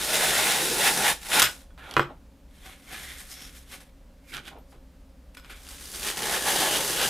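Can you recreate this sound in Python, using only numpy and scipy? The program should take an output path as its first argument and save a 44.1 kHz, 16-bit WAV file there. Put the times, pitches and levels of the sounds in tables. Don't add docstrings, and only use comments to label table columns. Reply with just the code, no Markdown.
import sys
import numpy as np
from scipy import signal
from scipy.fft import rfft, irfft, next_fast_len
from scipy.io import wavfile
from scipy.ndimage import uniform_filter1d

SR = 44100
rng = np.random.default_rng(int(sys.argv[2]) if len(sys.argv) > 2 else 0)


def persist_wave(psi):
    counts = np.round(np.clip(psi, -1, 1) * 32767).astype(np.int16)
    wavfile.write(sys.argv[1], SR, np.atleast_2d(counts).T)


def linear_from_db(decibels):
    return 10 ** (np.asarray(decibels, float) / 20)


N = 312669

# (low [Hz], high [Hz])
ZONES_HZ = [
    [130, 370],
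    [620, 1000],
    [1500, 3200],
    [4800, 15500],
]
# (frequency [Hz], density [dB per Hz])
CUT_COLOUR = [(71, -47), (126, -6), (390, -3.5), (469, -3.5), (881, 3), (1190, -2.5), (1460, -4),
              (2390, -3.5), (3580, -2), (4480, -7), (9710, -8.5), (14000, -14), (15500, -19)]
RUB_COLOUR = [(71, -38.5), (120, 0.5), (200, -7.5), (265, 1), (541, -7.5), (748, -10), (917, -7.5),
              (2160, -10), (2870, -11), (9510, -10), (13000, -11.5), (15500, -24.5)]
ROOM_COLOUR = [(12, -36), (20, -9.5), (37, -3.5), (64, -6.5), (98, -21.5), (171, -19.5), (238, -19),
               (274, -12.5), (315, -29), (393, -29.5), (491, -29.5), (534, -19), (649, -31), (834, -32),
               (1300, -37), (15500, -51)]
# (frequency [Hz], rms [dB])
HUM = [(60, -54), (120, -74), (176, -65)]
# (frequency [Hz], side minus mid [dB])
WIDTH = [(60, -23), (110, -25), (200, -25), (380, -27), (700, -18.5), (1290, -10.5), (2380, -13),
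         (4400, -11), (8120, -18), (15000, -7.5)]
# (time [s], left minus right [dB])
SLICER_PAN = [(1.6, 0), (1.7, -2.4), (2.0, -2.4), (2.02, 0), (4.1, 0), (4.2, -3), (4.5, -3), (4.6, 0)]

# (frequency [Hz], level [dB], t60 [s])
FRAME = [(964, -12, 0.07), (1350, -21, .05), (1580, -12, 0.04), (1756, -19.5, 0.035), (2100, -20.5, 0.046),
         (2480, -15, 0.04), (2916, -18.5, 0.027), (3233, -18.5, 0.028)]
FACE = [(1380, 8, .004)]
TABLE = [(138.9, -24.5, 0.27), (224, -24.5, 0.04), (347, -15, 0.14), (453, -8, 0.028), (750, -27.5, 0.023)]
ROLLER = [(10380, -15, .06), (11800, -19, .06), (13010, -8, .14), (13335, -12, .16)]
ROLLER_BENDING = [(1480, -2, .04), (3350, -10, .04), (5240, -24, .08)]
# (frequency [Hz], level [dB], t60 [s])
TUBE_LOW = [(2500, -6, .05), (2875, -5, .08), (5060, -3, .12), (5240, -1, .11)]
TUBE_HIGH = [(7270, -4, .12), (7820, 0, .12)]

# (frequency [Hz], width [Hz], lift [dB])
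BLOCK_END = [(480, 36, -3.5), (664, 150, 4), (880, 180, 2), (1439, 140, 2.5), (1930, 490, -5.5),
             (2567, 230, -4), (3640, 370, -9), (5220, 200, -12), (7400, 57, -6), (9980, 2500, -6)]
BLOCK_START = [(510, 420, 0.5), (774, 600, -5), (1600, 330, -7.5), (2950, 180, -8.5), (4633, 170, -6.5),
               (6150, 58, 1), (10100, 4300, -6.5)]
SHEET = [(745, 36, 6.5), (1725, 110, -14.5), (2130, 330, -3), (3440, 570, -5.5), (5370, 189, -13),
         (9460, 600, -11)]
SLICER = [(748, 170, -0.5), (1440, 180, -2), (2320, 160, -1.5), (3483, 480, -4), (4800, 190, -1.5)]
SQUEAK = [(2220, 270, 12.36)]
# (from [s], to [s], resonances)
CUT_BODIES = [
    (0, 1.8, BLOCK_END),
    (5.5, 8, BLOCK_START),
]
RUB_BODIES = [
    (1.6, 2.3, SLICER),
    (2.3, 4.1, SHEET),
    (4.1, 5.7, SLICER),
    (4.22, 4.325, SQUEAK),
]

# (time [s], frequency [Hz], width [Hz], lift [dB])
FLAP_FIRST = [(.05, 618, 120, 0.5), (.1, 620, 120, 10.5), (.25, 636, 150, 7), (.5, 719, 200.2, 4),
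              (.62, 480, 90, 8.5), (.8, 480, 90, 9), (.86, 870, 120, 7.5), (.97, 813, 150, 2),
              (1.1, 823.5, 200.2, 9.5)]
WIRE_FIRST = [(.1, 2500, 300, -2), (.26, 1500, 250, 0), (.39, 2100, 300, 2.5), (.55, 2100, 400, 0.5),
              (.7, 1587, 300, -5), (.87, 1820, 300, 4.5), (.97, 1700, 300, 1), (1.09, 1807, 300, 11.5),
              (1.15, 1800, 300, 4.5)]
FLAP_SECOND = [(6.0, 802, 200, 0), (6.2, 864, 150, 3.5), (6.4, 604, 150, 3), (6.48, 820, 150, 3),
               (6.62, 712, 200, 6.5), (6.78, 519, 119.8, 6.5), (6.88, 472, 100, 0.5), (6.95, 502, 150, 2),
               (7.09, 572, 150, 3.5)]
WIRE_SECOND = [(6.03, 1750, 250.4, 2), (6.1, 1908, 301, 1.5), (6.25, 1700, 250.4, 4), (6.4, 1681, 301, 2),
               (6.5, 1782, 403, 6), (6.65, 1695, 301, 0), (6.85, 1604, 301, -6), (6.97, 1512, 200, 1.5),
               (7.09, 1500, 200, 3.5)]
WIRE_HIGH = [(6.4, 3000, 399.4, -4.5), (6.6, 3000, 399.4, 2), (6.75, 2950, 399.4, 4),
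             (6.9, 2800, 399.4, -2), (7.02, 2870, 399.4, 4.5), (7.09, 2870, 399.4, 3.5)]
FRAME_SLIDE = [(1.78, 1600, 200, 3.5), (1.8, 1600, 200, 8), (1.86, 1500, 200, 5.5), (1.9, 1450, 200, 4),
               (1.92, 1450, 200, 0)]
FRAME_DRAG = [(4.32, 1480, 150, 0.5), (4.36, 1440, 120, 6.5), (4.39, 1400, 120, 8), (4.42, 1500, 200, -1)]
FRAME_LIFT = [(4.51, 852, 100, 8), (4.53, 805, 100, 7.7), (4.57, 587, 100, 10), (4.61, 550, 120, 3)]
FRAME_SET = [(5.495, 1480, 100, 8), (5.52, 1500, 120, 6), (5.56, 1550, 150, 4)]
WIRE_SET = [(5.5, 2240, 100, 3), (5.53, 2250, 80, 8), (5.56, 2300, 120, 4)]
SHEET_FLEX = [(2.9, 1696, 249.3, -3.5), (3.03, 1897, 249.3, -0.5), (3.1, 2090, 250, 10.5),
              (3.16, 1980, 250, 5), (3.25, 1750, 249.3, 3.5)]
SHEET_EDGE = [(3.28, 5010, 600, -5), (3.36, 5420, 600, 6), (3.44, 5530, 600, 9.5), (3.5, 5300, 600, -1.5)]

# (time [s], rasp [dB])
FIRST_PULL = [(0, -35), (.12, -33.5), (.55, -33.5), (.72, -32.5), (.92, -31.5), (1.02, -30.5), (1.12, -35),
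              (1.15, -48.5), (1.2, -64)]
EXIT_PULL = [(1.2, -64), (1.26, -61.5), (1.32, -34.5), (1.47, -34.5), (1.53, -54.5), (1.62, -84),
             (1.72, -79.5)]
SECOND_PULL = [(5.56, -62.5), (5.93, -47.5), (6.0, -45), (6.157, -45.5), (6.25, -38.5), (6.42, -39),
               (6.55, -31.5), (6.88, -36), (7.1, -35.5)]
# (time [s], peak rasp [dB], rise over 20 dB [s], fall over 20 dB [s], dullness [dB])
FIRST_JERKS = [(.15, -27.5, 0.12, 0.12, 0.5), (.246, -23.5, 0.095, 0.05, 0), (.392, -25.5, 0.38, 0.21, 0.5),
               (.51, -25, 0.95, 0.2, -1), (.63, -28.5, 0.25, 0.13, 1.5), (.812, -32.5, 0.13, 0.26, 6),
               (.878, -19.5, 0.15, 0.049, -2.5), (1.095, -21, 0.14, 0.046, 5)]
EXIT_JERKS = [(1.23, -56, .015, 0.04, -24), (1.262, -53, 0.02, 0.025, -25), (1.346, -19, .045, 0.14, 6.5),
              (1.385, -23.5, 0.14, 0.025, 6), (1.398, -14, .008, 0.012, -5.2),
              (1.426, -15, 0.0074, 0.0089, -3.5), (1.441, -23.5, .006, 0.038, 0.5),
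              (1.608, -67, .03, 0.047, -22.5)]
SECOND_JERKS = [(5.721, -46.5, 0.14, 0.11, 0.5), (5.845, -48, 0.22, .05, -8.5), (5.951, -40, .03, .2, -6),
                (6.03, -36.5, 0.00398, .07, -3), (6.09, -29.5, 0.11, .07, -4.5),
                (6.174, -37, 0.0037, 0.11, -3), (6.232, -35, 0.035, 0.18, -3.5),
                (6.366, -28, 0.22, 0.079, 1.5), (6.484, -25.5, 0.073, 0.18, 4.5),
                (6.626, -26.5, 0.13, .25, 4), (6.742, -27.5, 0.07, 0.2, 4), (7.034, -28, 0.28, .25, .5)]
# (time [s], rub [dB])
SLIDE_DRAG = [(1.776, -59.5), (1.78, -52), (1.87, -48), (1.92, -43.5), (1.945, -43), (1.966, -49.5)]
SHEET_DRAG = [(2.48, -73.5), (2.57, -59.5), (2.85, -76), (2.92, -53), (3.17, -49.5), (3.26, -55),
              (3.47, -51), (3.67, -63), (3.9, -64.5)]
# (time [s], peak rub [dB], rise over 20 dB [s], fall over 20 dB [s], dullness [dB])
SLICER_SCUFFS = [(2.02, -37.5, 0.0093, 0.036, 11.5), (2.103, -56.5, 0.032, 0.043, 30),
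                 (4.305, -54, 0.065, 0.055, -16.5), (4.342, -35.5, 0.025, 0.051, -4.5),
                 (4.38, -45, .05, 0.051, 4), (4.483, -42, 0.057, 0.048, -2), (4.521, -61, 0.019, 0.063, 23),
                 (4.57, -60.5, 0.034, 0.057, 22.5), (4.715, -84, .05, .07, -43),
                 (4.726, -59, 0.0049, 0.062, 17), (5.35, -43, 0.0061, 0.0079, -9),
                 (5.371, -43, .006, 0.036, -4.5), (5.46, -51, 0.053, 0.36, -0.5),
                 (5.502, -45.5, .02, 0.12, -8), (5.689, -50.5, .004, .12, -20)]
SHEET_SCUFFS = [(2.672, -45.5, 0.062, 0.15, 6.5), (2.93, -40, 0.068, 0.14, 5.5),
                (3.04, -46.5, 0.27, 0.17, -1), (3.125, -47, 0.14, 0.037, 2),
                (3.205, -47.5, 0.038, 0.059, -6.5), (3.322, -48, 0.083, 0.081, -6.5),
                (3.426, -50, 0.12, 0.089, 2.5), (3.575, -54, 0.083, .1, -4.5),
                (3.735, -44, 0.073, 0.074, 1), (3.806, -49, .008, 0.049, 3)]
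# (steady [dB], share of steady swing [1], jerk [dB], share of jerk swing [1], share of dullness [1])
CUT_LAW = [(-6.5, 1.26, -16, .9, -0.48), (-9.5, 1.1, -9.5, 1, 0.88), (-3.5, 0.89, -2.5, 1, -0.079),
           (4, 0.91, -0.5, 1, -.1)]
EXIT_LAW = [(-9, 1.3, -21, .9, 0.91), (-16.5, 1.1, -14.5, 1, 0.92), (8.5, 3, -2, 1, -0.49),
            (-4, 1.21, 1, 0.92, -0.5)]
SLICER_LAW = [(-8, 1.2, -12.5, 0.31, 0.55), (-4.5, 1.1, -10.5, 1, 0.89), (-1, 0.9, -1, 0.99, 0.014),
              (-11.5, 1.2, -9.5, 1, -0.72)]
SHEET_LAW = [(-12, 0.56, -13.5, .9, 0.57), (-18.5, .8, -10, 1, 0.26), (-1.5, 0.92, 0, 1, 0.058),
             (-1.5, 1, 1.44, 1, -0.66)]

# (time [s], frame [dB], high ring re frame [dB], tick re frame [dB], low ring re frame or high [dB])
CHINKS = [(1.399, -18, -27, -1, -23), (1.403, -19, -25, 10, -12), (1.4194, -12.5, 5, 10.5, -26),
          (1.425, -17.5, 0, 7.5, 0), (1.429, -21.5, -24, 14.5, -7), (1.439, -23, -12, 5.5, 2),
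          (1.455, -25, -12, -0.5, -4), (1.489, -35.5, -14.5, -8.5, 11), (1.706, -55, -47, -22, 6),
          (4.585, -62, 9.5, 6.5, -18.5), (5.349, -57, -29, 8, -18.5), (5.3708, -40.5, -8, 3.5, 1),
          (5.375, -55, -20, 0, 7), (5.398, -44, -19, 2, -9), (5.428, -56, -31, -13, 5),
          (5.4465, -43, -26, 0, -4), (5.502, -42, -28, -1, -2)]
# (time [s], frame [dB], table, roller, tick re frame [dB])
DROPS = [(1.7777, -42.5, -8, -36.5, -7.5), (1.911, -35, -16.5, -38.5, 10.5), (1.939, -39.5, -17, -40, 14.5),
         (1.9666, -2, -3, -43.5, -15), (1.9755, -9.5, -7, -41, -26.5), (1.979, -22, 13.5, -15, -20),
         (1.9949, -3, -5, -44, -22.5), (2.004, -20, 8.5, -28, -24.5), (2.014, -27, 8, -38, -23.5),
         (2.031, -43, -3, -28, 5), (4.722, -52, 13, -40, -21), (4.751, -53.5, 15.5, -38, -6)]
# (time [s], frame [dB])
TICKS = [(3.8, -66), (4.3398, -42), (4.346, -50.5), (4.368, -42), (4.378, -50), (4.392, -53), (4.454, -55),
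         (4.472, -55.5), (4.502, -62), (5.519, -56), (5.571, -58), (5.668, -52), (5.688, -48.5),
         (5.783, -51), (5.946, -48.5), (6.03, -37.5), (6.075, -38), (6.113, -39), (6.172, -36.5),
         (6.232, -33.5)]
# (table, high ring, tick, low ring re frame [dB])
TICK_KIND = (-24, -40, 16, -26)
# (time [s], lower group [dB], upper group [dB])
STRIKES = [(1.402, -32, -34), (1.424, -36, -28), (1.439, -25, -30), (1.49, -40, -46), (1.979, -50, -46),
           (2.008, -46, -58), (5.3745, -53, -64), (5.398, -60, -70), (5.4465, -58, -72)]

CHINK_TABLE_DB = -9.5
TICK_T60_S, TICK_BODY_DB, TICK_BODY_T60_S = .008, 5, .014
RATTLE_DB = 3
CUT_SLIP, RUB_SLIP = 1.3, .4
SLIP_UNEVEN = .2
WIRE_MEAN_DB, HAND_MEAN_DB = -35, -50
ROUNDNESS = 1.18
JOLT_S, JOLT_DB, JOLT_HZ, JOLT_T60_S = 1.432, -38, 58, 0.15
ROOM_DB = -49.5
ROOM_T60_S, MID_WET_DB, SIDE_WET_DB, WALL_CUT_HZ = 0.23, -13.5, -9, 9800
TOP_HZ = 16400


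def rms_one(x):
    return x / np.sqrt(np.mean(x ** 2) + 1e-20)


def at_hz(points, hz):
    table_hz, db = np.transpose(points)
    return np.interp(np.log(hz), np.log(table_hz), db)


def coloured(x, gain_db):
    size = next_fast_len(N)
    hz = np.fft.rfftfreq(size, 1 / SR) + 1
    return irfft(rfft(x, size) * linear_from_db(gain_db(hz)), size)[..., :N]


def drift(rate_hz):
    r = np.exp(-80 * np.pi * rate_hz / SR)
    noise = rng.standard_normal(N // 40 + 2002)
    slow = signal.lfilter([1], [1, -2 * r, r * r], noise)[2000:]
    return np.interp(np.arange(N) / 40, np.arange(len(slow)), rms_one(slow))


def ring(clicks, hz, t60_s):
    r, w = linear_from_db(-60 / (t60_s * SR)), 2 * np.pi * hz / SR
    return signal.lfilter([0, np.sin(w)], [1, -2 * r * np.cos(w), r * r], clicks + 1e-18)


def to_stereo(mid, side):
    return mid + coloured(side, lambda hz: at_hz(WIDTH, hz)) * [[1], [-1]]


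def room_tone():
    noise = coloured(rng.standard_normal((2, N)), lambda hz: at_hz(ROOM_COLOUR, hz))
    t = np.arange(N) / SR
    hum = np.zeros(N)
    for hz, db in HUM:
        level = np.sqrt(2) * linear_from_db(db + 1.2 * drift(6))
        hum += level * np.sin(2 * np.pi * hz * t + 1.4 * drift(5.5))
    return linear_from_db(ROOM_DB) * rms_one(noise) + hum * [[1], [0]]


def effort(strokes, mean_db):
    t = np.arange(0, N + 64, 64) / SR
    power = np.full((4, len(t)), 1e-12)
    for drag, jerks, law in strokes:
        steady_db, steady_share, jerk_db, jerk_share, dull_share = np.transpose(law)[:, :, None]
        s, db = np.transpose(drag)
        swing_db = np.interp(t, s, db) - mean_db
        dragging = (t >= s[0]) & (t <= s[-1])
        power += linear_from_db(2 * (mean_db + steady_db + steady_share * swing_db)) * dragging
        for peak_s, peak_db, rise_s, fall_s, dull_db in jerks:
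            distance = np.where(t < peak_s, (peak_s - t) / rise_s, (t - peak_s) / fall_s)
            below_db = 20 * distance ** ROUNDNESS
            power += linear_from_db(2 * (peak_db + jerk_db - jerk_share * below_db + dull_share * dull_db))
    return [np.interp(np.arange(N) / SR, t, 10 * np.log10(p)) for p in power]


def slips(per_s, t60_s, slowness):
    wobble = rms_one(uniform_filter1d(rng.random(N) - .5, size=1500))
    count = np.floor(np.cumsum(per_s * (1 + SLIP_UNEVEN * wobble)) / SR)
    starts = (np.diff(count, prepend=0) > 0) * (.25 + .75 * rng.random(N))
    return 1 + slowness * signal.lfilter([1], [1, -linear_from_db(-60 / (t60_s * SR))], starts + 1e-18)


def in_bodies(snaps, bodies, wander_db):
    out = snaps.copy()
    for start_s, end_s, peaks in bodies:
        span = slice(round(start_s * SR), round(end_s * SR))
        for hz, width_hz, lift_db in peaks:
            r = np.exp(-np.pi * width_hz / SR)
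            zeros = [(1 - r * r) / 2, 0, (r * r - 1) / 2]
            poles = [1, -2 * r * np.cos(2 * np.pi * hz / SR), r * r]
            rung = signal.lfilter(zeros, poles, snaps[:, span] + 1e-18)
            out[:, span] += linear_from_db(lift_db + wander_db * drift(4.9)[span]) * rung
    return out


def gliding(snaps, curves):
    out = np.zeros_like(snaps)
    for curve in curves:
        s, hz, width_hz, lift_db = np.transpose(curve)
        at = np.arange(round(s[0] * SR), min(round(s[-1] * SR), N))
        turn = np.exp(2j * np.pi * np.cumsum(np.interp(at / SR, s, hz)) / SR)
        r = np.exp(-np.pi * np.mean(width_hz) / SR)
        slow = signal.lfilter([1 - r], [1, -r], snaps[:, at] / turn)
        level = 2 * linear_from_db(np.interp(at / SR, s, lift_db)) * signal.windows.tukey(len(at), .1)
        out[:, at] += level * np.real(slow * turn)
    return out


def crushing(zones_db, colour, bodies, glides, cells_per_s, size_db, clump_db, patchy_db, slip):
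    born = rng.random((2, N)) < cells_per_s / SR
    sizes = linear_from_db(size_db * np.minimum(rng.exponential(1, (2, N)), 5)) * rng.choice([-1, 1], (2, N))
    slowness = slip * np.clip((-22 - zones_db[2]) / 16, .2, 1)
    clumps = linear_from_db(clump_db * (drift(21) + 0.4 * drift(120)))
    snaps = slips(73, 0.032, slowness) * born * sizes * clumps
    rung = in_bodies(snaps, bodies, wander_db=2.5) + gliding(snaps, glides)
    size = next_fast_len(N)
    hz = np.fft.rfftfreq(size, 1 / SR) + 1
    spectrum = rfft(rung, size) * linear_from_db(at_hz(colour, hz))
    corners_hz = np.concatenate(ZONES_HZ)
    out = 0
    for zone_hz, zone_db in zip(ZONES_HZ, zones_db):
        share = np.interp(np.log(hz), np.log(corners_hz), np.isin(corners_hz, zone_hz))
        zone = linear_from_db(patchy_db * drift(28)) * irfft(spectrum * share, size)[:, :N]
        out = out + linear_from_db(uniform_filter1d(zone_db, size=70)) * rms_one(zone)
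    return out


def wire_cut():
    strokes = [(FIRST_PULL, FIRST_JERKS, CUT_LAW), (EXIT_PULL, EXIT_JERKS, EXIT_LAW),
               (SECOND_PULL, SECOND_JERKS, CUT_LAW)]
    glides = [FLAP_FIRST, WIRE_FIRST, FLAP_SECOND, WIRE_SECOND, WIRE_HIGH]
    return crushing(effort(strokes, WIRE_MEAN_DB), CUT_COLOUR, CUT_BODIES, glides, cells_per_s=11000,
                    size_db=1.7, clump_db=0.15, patchy_db=0.56, slip=CUT_SLIP)


def echoes(x):
    t = np.arange(int(.5 * SR)) / SR
    tails = rng.standard_normal((2, len(t))) * linear_from_db(-60 * t / ROOM_T60_S) * (t > .003)
    tails = signal.sosfilt(signal.butter(1, WALL_CUT_HZ, fs=SR, output="sos"), tails)
    tails = tails / np.sqrt(np.sum(tails ** 2, axis=1, keepdims=True))
    return signal.fftconvolve(x[None], tails, axes=1)[:, :N]


def contacts():
    rows = [(s, db, CHINK_TABLE_DB, high, tick, low) for s, db, high, tick, low in CHINKS]
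    rows += [(s, db, table, high, tick, high) for s, db, table, high, tick in DROPS]
    rows += [(s, db, *TICK_KIND) for s, db in TICKS]
    return np.transpose(rows)


def burst(at, level_db, t60_s, low_hz, high_hz):
    clicks = np.zeros(N)
    clicks[at] = linear_from_db(level_db)
    envelope = signal.lfilter([1], [1, -linear_from_db(-60 / (t60_s * SR))], clicks + 1e-18)
    dying = envelope * rng.standard_normal(N) + 2 * clicks
    return signal.sosfilt(signal.butter(2, [low_hz, high_hz], "band", fs=SR, output="sos"), dying)


def knocks():
    s, frame_db, table_db, roller_db, tick_db, bending_db = contacts()
    at, out = np.round(s * SR).astype(int), np.zeros(N)
    # (modes, level re frame [dB], contact [s], looseness)
    struck = [(FACE + FRAME, 0, .0002, 0), (TABLE, table_db, .0006, 0),
              (ROLLER, roller_db, 0, .5), (ROLLER_BENDING, bending_db, 0, 1)]
    for modes, rel_db, contact_s, loose in struck:
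        chance_db = rng.normal(0, 1.0, (len(at), len(modes)))
        body = 0
        for k, (hz, level_db, t60_s) in enumerate(modes):
            clicks = np.zeros(N)
            clicks[at] = linear_from_db(frame_db + rel_db + level_db + chance_db[:, k]) * (-1) ** (k + 1)
            body = body + ring(clicks, hz, t60_s)
        touch = np.hanning(int(contact_s * SR) + 3)
        out += linear_from_db(loose * RATTLE_DB * drift(90)) * np.convolve(body, touch / touch.sum())[:N]
    out += burst(at, frame_db + tick_db, TICK_T60_S, 1700, 9000)
    out += burst(at, frame_db + tick_db + TICK_BODY_DB, TICK_BODY_T60_S, 2500, 4200)
    out += burst(at, frame_db + table_db - 7.5, 0.045, 340, 2200)
    return out


def tube():
    s, *groups_db = np.transpose(STRIKES)
    out = np.zeros(N)
    for modes, group_db in zip([TUBE_LOW, TUBE_HIGH], groups_db):
        clicks = np.zeros(N)
        clicks[np.round(s * SR).astype(int)] = linear_from_db(group_db)
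        out += sum(linear_from_db(db) * ring(clicks, hz, t60_s) for hz, db, t60_s in modes)
    return out * linear_from_db(RATTLE_DB * drift(90))


def jolt():
    click = np.zeros(N)
    click[round(JOLT_S * SR)] = linear_from_db(JOLT_DB)
    return ring(click, JOLT_HZ, JOLT_T60_S) + ring(click, 2.1 * JOLT_HZ, JOLT_T60_S)


def hand_rub():
    strokes = [(SLIDE_DRAG, SLICER_SCUFFS, SLICER_LAW), (SHEET_DRAG, SHEET_SCUFFS, SHEET_LAW)]
    glides = [FRAME_SLIDE, FRAME_DRAG, FRAME_LIFT, FRAME_SET, WIRE_SET, SHEET_FLEX, SHEET_EDGE]
    return crushing(effort(strokes, HAND_MEAN_DB), RUB_COLOUR, RUB_BODIES, glides, cells_per_s=9000,
                    size_db=2.8, clump_db=0.98, patchy_db=0.68, slip=RUB_SLIP)


def panned(x, pan_db):
    return x * linear_from_db(pan_db / 2 * [[1], [-1]])


def scene():
    cut = wire_cut()
    rub = hand_rub()
    hits = knocks() + jolt() + tube()
    wet = echoes(hits + cut[0] + rub[0]) * linear_from_db([[MID_WET_DB], [SIDE_WET_DB]])
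    steady = to_stereo(*(cut + room_tone() + wet))
    slicer_pan_db = np.interp(np.arange(N) / SR, *np.transpose(SLICER_PAN))
    return steady + panned(to_stereo(*rub) + hits, slicer_pan_db)


def top_cut(x):
    return signal.sosfilt(signal.butter(12, 15970, fs=SR, output="sos"), x)


def record(dry):
    rounded = 0.79 * np.tanh(dry / 1.02)
    mix = signal.sosfilt(signal.cheby2(10, 50, TOP_HZ, fs=SR, output="sos"), rounded)
    return top_cut(mix)


dry = scene()
out = record(dry)
persist_wave(out)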